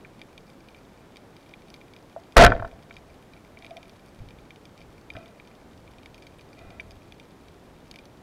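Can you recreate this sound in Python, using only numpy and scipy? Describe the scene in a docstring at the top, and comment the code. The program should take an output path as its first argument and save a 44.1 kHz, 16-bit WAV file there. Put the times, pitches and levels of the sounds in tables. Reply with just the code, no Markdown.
"""A rubber-band speargun fires under water, heard from a sealed housing fixed to the gun.
Release, sliding spear and slapping bands ring the barrel's modes and overload the microphone input;
recoil swings the mount. Hand and slack line rub the gun, reef shrimp snap and ring the housing,
and water surges over a steady hiss."""
import sys
import numpy as np
from scipy import signal
from scipy.fft import rfft, irfft
from scipy.io import wavfile

SR = 44100
rng = np.random.default_rng(int(sys.argv[2]) if len(sys.argv) > 2 else 0)


def digitize_waveform(pressure):
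    """Quantize a signal to 16-bit integers and store it at the path in sys.argv[1].

    Rows of a 2-D input are taken as channels; values are limited to [-1, 1].
    """
    field = np.atleast_2d(pressure).T
    bounded = np.clip(field, -1, 1)
    quanta = np.round(bounded * 32767).astype(np.int16)
    wavfile.write(sys.argv[1], SR, quanta)


N = 362502

# barrel modes: (frequency [Hz], struck level [dB], rubbed level [dB], t60 [s])
BARREL_MODES = [(289, -12, -16, 0.12), (389, -8, -8, 0.021), (538, -1, -21, 0.017), (609, -7, -24, 0.047),
                (673, -1, 0.5, 0.094), (714.5, -4.5, -20, 0.062), (905, -7.5, -32, 0.022),
                (1097, -6.5, -17, 0.017), (1352, -4, -8, 0.023), (1520, -5.5, -20, .03),
                (1730, -5.5, -29, 0.017), (1986, -25, -11.5, 0.039), (2428, -17.5, -9.5, 0.043),
                (3180, -15.5, -23, 0.011), (3660, -21, -20, 0.03), (4530, -16.5, -26, 0.0081)]


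def from_db(db):
    return 10 ** (np.asarray(db) / 20)


def unit_rms(x):
    return x / np.sqrt(np.mean(x ** 2) + 1e-20)


def envelope(times_s, levels_db):
    """Gain through dB points, silent outside them."""
    return from_db(np.interp(np.arange(N) / SR, times_s, levels_db, left=-200, right=-200))


def add(track, time_s, sound):
    start = round(time_s * SR)
    track[start:start + len(sound)] += sound[:N - start]


def ring(force, hz, t60_s):
    """One mode: a unit impulse starts a decaying unit sine."""
    radius = from_db(-60 / (t60_s * SR))
    angle = 2 * np.pi * hz / SR
    return signal.lfilter([0, np.sin(angle)], [1, -2 * radius * np.cos(angle), radius ** 2], force + 1e-18)


def struck(modes, contact_s, detune_per_khz, length_s=0.15):
    """Modes (Hz, dB, t60) swell during contact, then decay; random phase and detuning."""
    hz, db, t60_s = np.transpose(modes)[:, :, None]
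    pitch_draw, phase = rng.random((2, len(hz), 1))
    t = np.arange(round(length_s * SR)) / SR
    swell = np.sin(np.pi / 2 * np.minimum(t / contact_s, 1)) ** 2
    decay = from_db(db - 60 * np.maximum(t - contact_s, 0) / t60_s)
    detuned_hz = hz * (1 + detune_per_khz * hz / 1000 * (2 * pitch_draw - 1))
    return swell * np.sum(decay * np.sin(2 * np.pi * (detuned_hz * t + phase)), axis=0)


def blows_and_pops():
    """Blows on the barrel; at 0.048 s and 2.908 s, the low pop of a shrimp snap."""
    # (time [s], level [dB], centre pitch [Hz], contact [s])
    impulses = [(.048, -41, 1900, 0.0046), (2.161, -29, 616, 0.0031), (2.363, -21, 2400, 0.00068),
                (2.3665, 7, 910, 0.00089), (2.374, 3, 1400, .0012), (2.390, -5, 1700, 0.0016),
                (2.408, 5.5, 660, 0.0054), (2.419, 9, 680, 0.003), (2.436, 6.5, 1396, .002),
                (2.445, 6.5, 1700, .003), (2.462, 2, 1500, 0.0021), (2.475, -12.5, 1970, 0.0025),
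                (2.497, -30, 716, 0.0053), (2.519, -12, 1550, 0.0025), (2.529, -20.5, 670, 0.0031),
                (2.545, -26, 650, 0.0058), (2.548, -32, 3530, 0.0045), (2.598, -42, 3180, 0.0065),
                (2.597, -29, 1500, 0.0019), (2.622, -26.5, 1050, 0.0024), (2.646, -26.5, 1090, 0.0027),
                (2.647, -34, 3220, 0.0042), (2.674, -42.5, 1500, .004), (2.726, -46.5, 700, 0.0051),
                (2.754, -49, 700, .006), (2.908, -41.5, 1600, 0.0024), (3.703, -36.5, 695, 0.016),
                (3.760, -35, 686, 0.012), (5.150, -38.5, 1400, .005), (5.154, -40, 2400, .005),
                (5.166, -38, 694, .008)]
    out = np.zeros(N)
    for time_s, db, pitch_hz, contact_s in impulses:
        reach_oct = 0.0017 / contact_s   # longer contact, narrower band
        modes = [(hz, db + struck_db - 4 * (np.log2(hz / pitch_hz) / reach_oct) ** 2, t60_s)
                 for hz, struck_db, _, t60_s in BARREL_MODES]
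        add(out, time_s, struck(modes, contact_s, detune_per_khz=0.015))
    return out


def barrel_friction():
    """Sliding spear and rubbing hand catch unevenly; the small jolts drive the barrel's modes."""
    # spear and line along the barrel: (time [s], level [dB])
    slide_points = [(2.364, -31), (2.37, 4), (2.39, -5), (2.439, -7.5), (2.464, -16.5), (2.485, -26.5),
                    (2.6, -46), (2.7, -56), (2.9, -67)]
    # hand and slack line: (start [s], hold [s], level [dB], change while held [dB])
    rubs = [(3.558, 0.23, -59, 2.5), (5.146, 0.11, -42.5, -11), (6.562, 0.16, -50, 0)]
    attack_s, release_s, edge_db = 0.0074, 0.22, -15.5
    jolts = unit_rms(rng.standard_normal(N) * from_db(3.4 * rng.exponential(1, N)))
    jolts = signal.sosfilt(signal.butter(2, 4500, fs=SR, output="sos"), jolts)   # wet contact is dull
    rub_gain = sum(envelope(start_s + np.cumsum([0, attack_s, hold_s, release_s]),
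                            db + np.array([edge_db, 0, change_db, change_db + edge_db]))
                   for start_s, hold_s, db, change_db in rubs)
    times_s, slide_db = np.transpose(slide_points)
    tilt_db_per_oct = 1.6 + 0.1556 * slide_db   # duller as it weakens
    out = np.zeros(N)
    for hz, struck_db, rubbed_db, t60_s in BARREL_MODES:
        slide_gain = envelope(times_s, slide_db + struck_db + tilt_db_per_oct * np.log2(hz / 700))
        force = jolts * (slide_gain + from_db(rubbed_db) * rub_gain)
        out += ring(force * 3 / np.sqrt(t60_s * SR), hz, t60_s)
    return out


def mount_swing():
    """Recoil and bumps push the mount's low modes, each for a third of its cycle."""
    # (frequency [Hz], level [dB], t60 [s])
    mount_modes = [(35.2, 2, 0.18), (56.8, 4, 0.065), (107.4, -1.5, 0.17), (165, 2, 0.03)]
    # (time [s], level [dB], direction [+/-1], centre pitch [Hz])
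    pushes = [(2.368, 6.5, -1, 50), (2.375, -1.5, 1, 36), (2.413, -9, 1, 120), (2.448, -5.5, 1, 60.3),
              (2.455, -6.5, -1, 58.3), (2.481, -30, -1, 100), (2.502, -20, -1, 104),
              (2.546, -23.5, 1, 60.7), (2.598, -25, 1, 110), (2.633, -29, -1, 70.5), (2.66, -35.5, 1, 70),
              (4.204, -32, 1, 90), (4.265, -44, 1, 96), (4.33, -47, 1, 95), (5.151, -33.5, 1, 168),
              (6.669, -38, 1, 104)]
    out = np.zeros(N)
    for hz, mode_db, t60_s in mount_modes:
        pulse = np.hanning(round(SR / hz / 3))
        force = np.zeros(N)
        for time_s, db, direction, pitch_hz in pushes:
            share_db = mode_db - 11 * np.log2(hz / pitch_hz) ** 2
            add(force, time_s, direction * from_db(db + share_db) * pulse / pulse.sum())
        out += ring(force, hz, t60_s)
    return out


def shrimp_snaps():
    """Near snaps and a far crackle ring the housing; each echoes once off the rocks."""
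    # housing modes in four groups, low to high: (frequency [Hz], level [dB], t60 [s])
    housing_groups = [
        [(2110, -7.5, 0.0092), (2362, -1.5, 0.022)],
        [(2890, -10, 0.023), (3210, -1.5, 0.011), (3690, -3.5, 0.018)],
        [(4600, -1.5, 0.011), (5240, -3, 0.0048), (6230, -7.5, 0.0091)],
        [(8270, -1.5, .003), (9900, 1, 0.006), (12500, -2, .002), (14800, -7.5, 0.0024)],
    ]
    # (time [s], level [dB], brightness [dB/octave])
    near_snaps = [(0.048, -41.5, -26), (0.193, -55, 6), (0.2157, -39, -1), (0.378, -40, 1.5),
                  (0.5, -57, 11), (0.6858, -47, 1), (0.746, -44, -8), (1.1587, -48, 2),
                  (1.1688, -46.5, 7.5), (1.3655, -50.5, 6.5), (1.5377, -39, -6.5), (1.702, -53.5, 12.5),
                  (1.741, -44, 7), (1.813, -46, -9), (1.936, -50, 6), (1.9636, -46.5, 1.5),
                  (2.3223, -50.5, 5.5), (2.7132, -51, 0), (2.8258, -61.5, 11.5), (2.9086, -40.5, -14),
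                  (2.9662, -39, -3), (3.3348, -44.5, -3), (3.5718, -42, -19), (3.623, -45.5, 0),
                  (3.646, -39.5, -4), (3.664, -42.5, 1), (3.7074, -44.5, 0), (3.7683, -40, 2.5),
                  (3.829, -46, 4), (3.8546, -50, -4), (3.895, -53, 9), (3.995, -57.5, 7),
                  (4.287, -49.5, 4.5), (4.3064, -46.5, -1), (4.5059, -41.5, -2.5), (4.559, -52.5, 6),
                  (4.654, -48.5, 6), (4.7769, -53, 7), (4.805, -57, 9.5), (4.8147, -47.5, -5),
                  (5.102, -31.5, -9.5), (5.1362, -53.5, 8), (5.166, -38.5, -5), (5.258, -46.5, -1),
                  (5.3988, -42.5, -13), (5.4739, -53, 6.5), (5.876, -47, -7), (5.9835, -48.5, 0),
                  (6.0317, -51.5, 4), (6.0586, -42, 0.5), (6.144, -48, 7), (6.222, -51, 3),
                  (6.2677, -44, 3), (6.3934, -45, -11), (6.41, -54, 8.5), (6.59, -48.5, 3.5),
                  (6.704, -48, 3), (6.7979, -27.5, -23), (6.804, -54, 12.5), (6.908, -51.5, 10.5),
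                  (6.917, -62, 16.5), (7.122, -41, -0.5), (7.198, -45, 2.5), (7.4839, -52, 5),
                  (7.9124, -49, 15), (7.9583, -44, 5), (7.9874, -40.5, -2), (8.0544, -57, 13.5)]
    near_group_db, far_group_db = [3, -1.5, -7, -19], [1.5, -2.5, -2.5, -12]
    tilt_pivot_hz, tilt_limit_hz = 2260, 5260
    far_per_s, far_spread_db, echo_db = 42, 18, -12
    group_hz = [np.mean(group, axis=0)[0] for group in housing_groups]
    octaves = np.log2(np.minimum(group_hz, tilt_limit_hz) / tilt_pivot_hz)
    near = [(time_s, *(db + tilt * octaves + near_group_db)) for time_s, db, tilt in near_snaps]
    when, size, colour = np.hsplit(rng.random((round(far_per_s * N / SR), 6)), [1, 2])
    size_db = -64.5 - 3 * np.log(size + 0.04)   # many faint, few loud
    far = np.hstack([when * N / SR, size_db + far_group_db + far_spread_db * (colour - 0.5)])
    out = np.zeros(N)
    for time_s, *levels_db in [*near, *far]:
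        modes = [(hz, db + group_db, t60_s)
                 for group, group_db in zip(housing_groups, levels_db) for hz, db, t60_s in group]
        snap = struck(modes, contact_s=0.0009, detune_per_khz=0.01, length_s=0.034)
        add(out, time_s, snap)
        echo_s = min(time_s + rng.uniform(0.002, 0.0067), (N - 1) / SR)
        add(out, echo_s, from_db(echo_db) * snap)
    return out


def water_surge():
    """Water rumbles round the housing as the diver moves."""
    # (time [s], level [dB])
    surge_points = [(2.72, -48.5), (2.83, -60), (4.14, -68), (4.2, -46.5), (4.7, -70.5), (4.89, -57),
                    (5.12, -71.5), (5.16, -48), (5.31, -69), (6.2, -57.5), (6.21, -64.5), (6.9, -51),
                    (7.18, -60), (7.27, -76), (7.3, -59), (8.2, -61.5)]
    band = signal.butter(2, [25, 110], "band", fs=SR, output="sos")
    rumble = unit_rms(signal.sosfilt(band, rng.standard_normal(N)))
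    return envelope(*np.transpose(surge_points)) * rumble


def steady_hiss():
    """Noise of water and microphone."""
    # (frequency [Hz], relative density [dB])
    hiss_spectrum = [(12, -27), (20, -3), (91, -1.5), (150, 0.5), (337, -1.5), (678, -6.5), (1910, -18),
                     (2390, -19.5), (2670, -22), (3740, -23.5), (4180, -25.5), (14700, -38), (16000, -42)]
    rms_db = -51.5
    points_hz, points_db = np.transpose(hiss_spectrum)
    bins_hz = np.arange(N // 2 + 1) * SR / N + 1
    colour = from_db(np.interp(np.log(bins_hz), np.log(points_hz), points_db))
    return from_db(rms_db) * unit_rms(irfft(rfft(rng.standard_normal(N)) * colour, N))


def scene():
    events = blows_and_pops() + barrel_friction() + mount_swing() + shrimp_snaps()
    return (events + steady_hiss() + water_surge())[None]


def record(dry):
    """The input overloads with nearly flat tops, then the treble is cut."""
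    clip_level, leak_db, stopband_hz = 0.47, -33, 17000
    clipped = dry / (1 + np.abs(dry / clip_level) ** 8) ** (1 / 8)
    lowpass = signal.cheby2(12, 70, stopband_hz, fs=SR, output="sos")
    return signal.sosfilt(lowpass, clipped + from_db(leak_db) * dry)


dry = scene()
out = record(dry)
digitize_waveform(out)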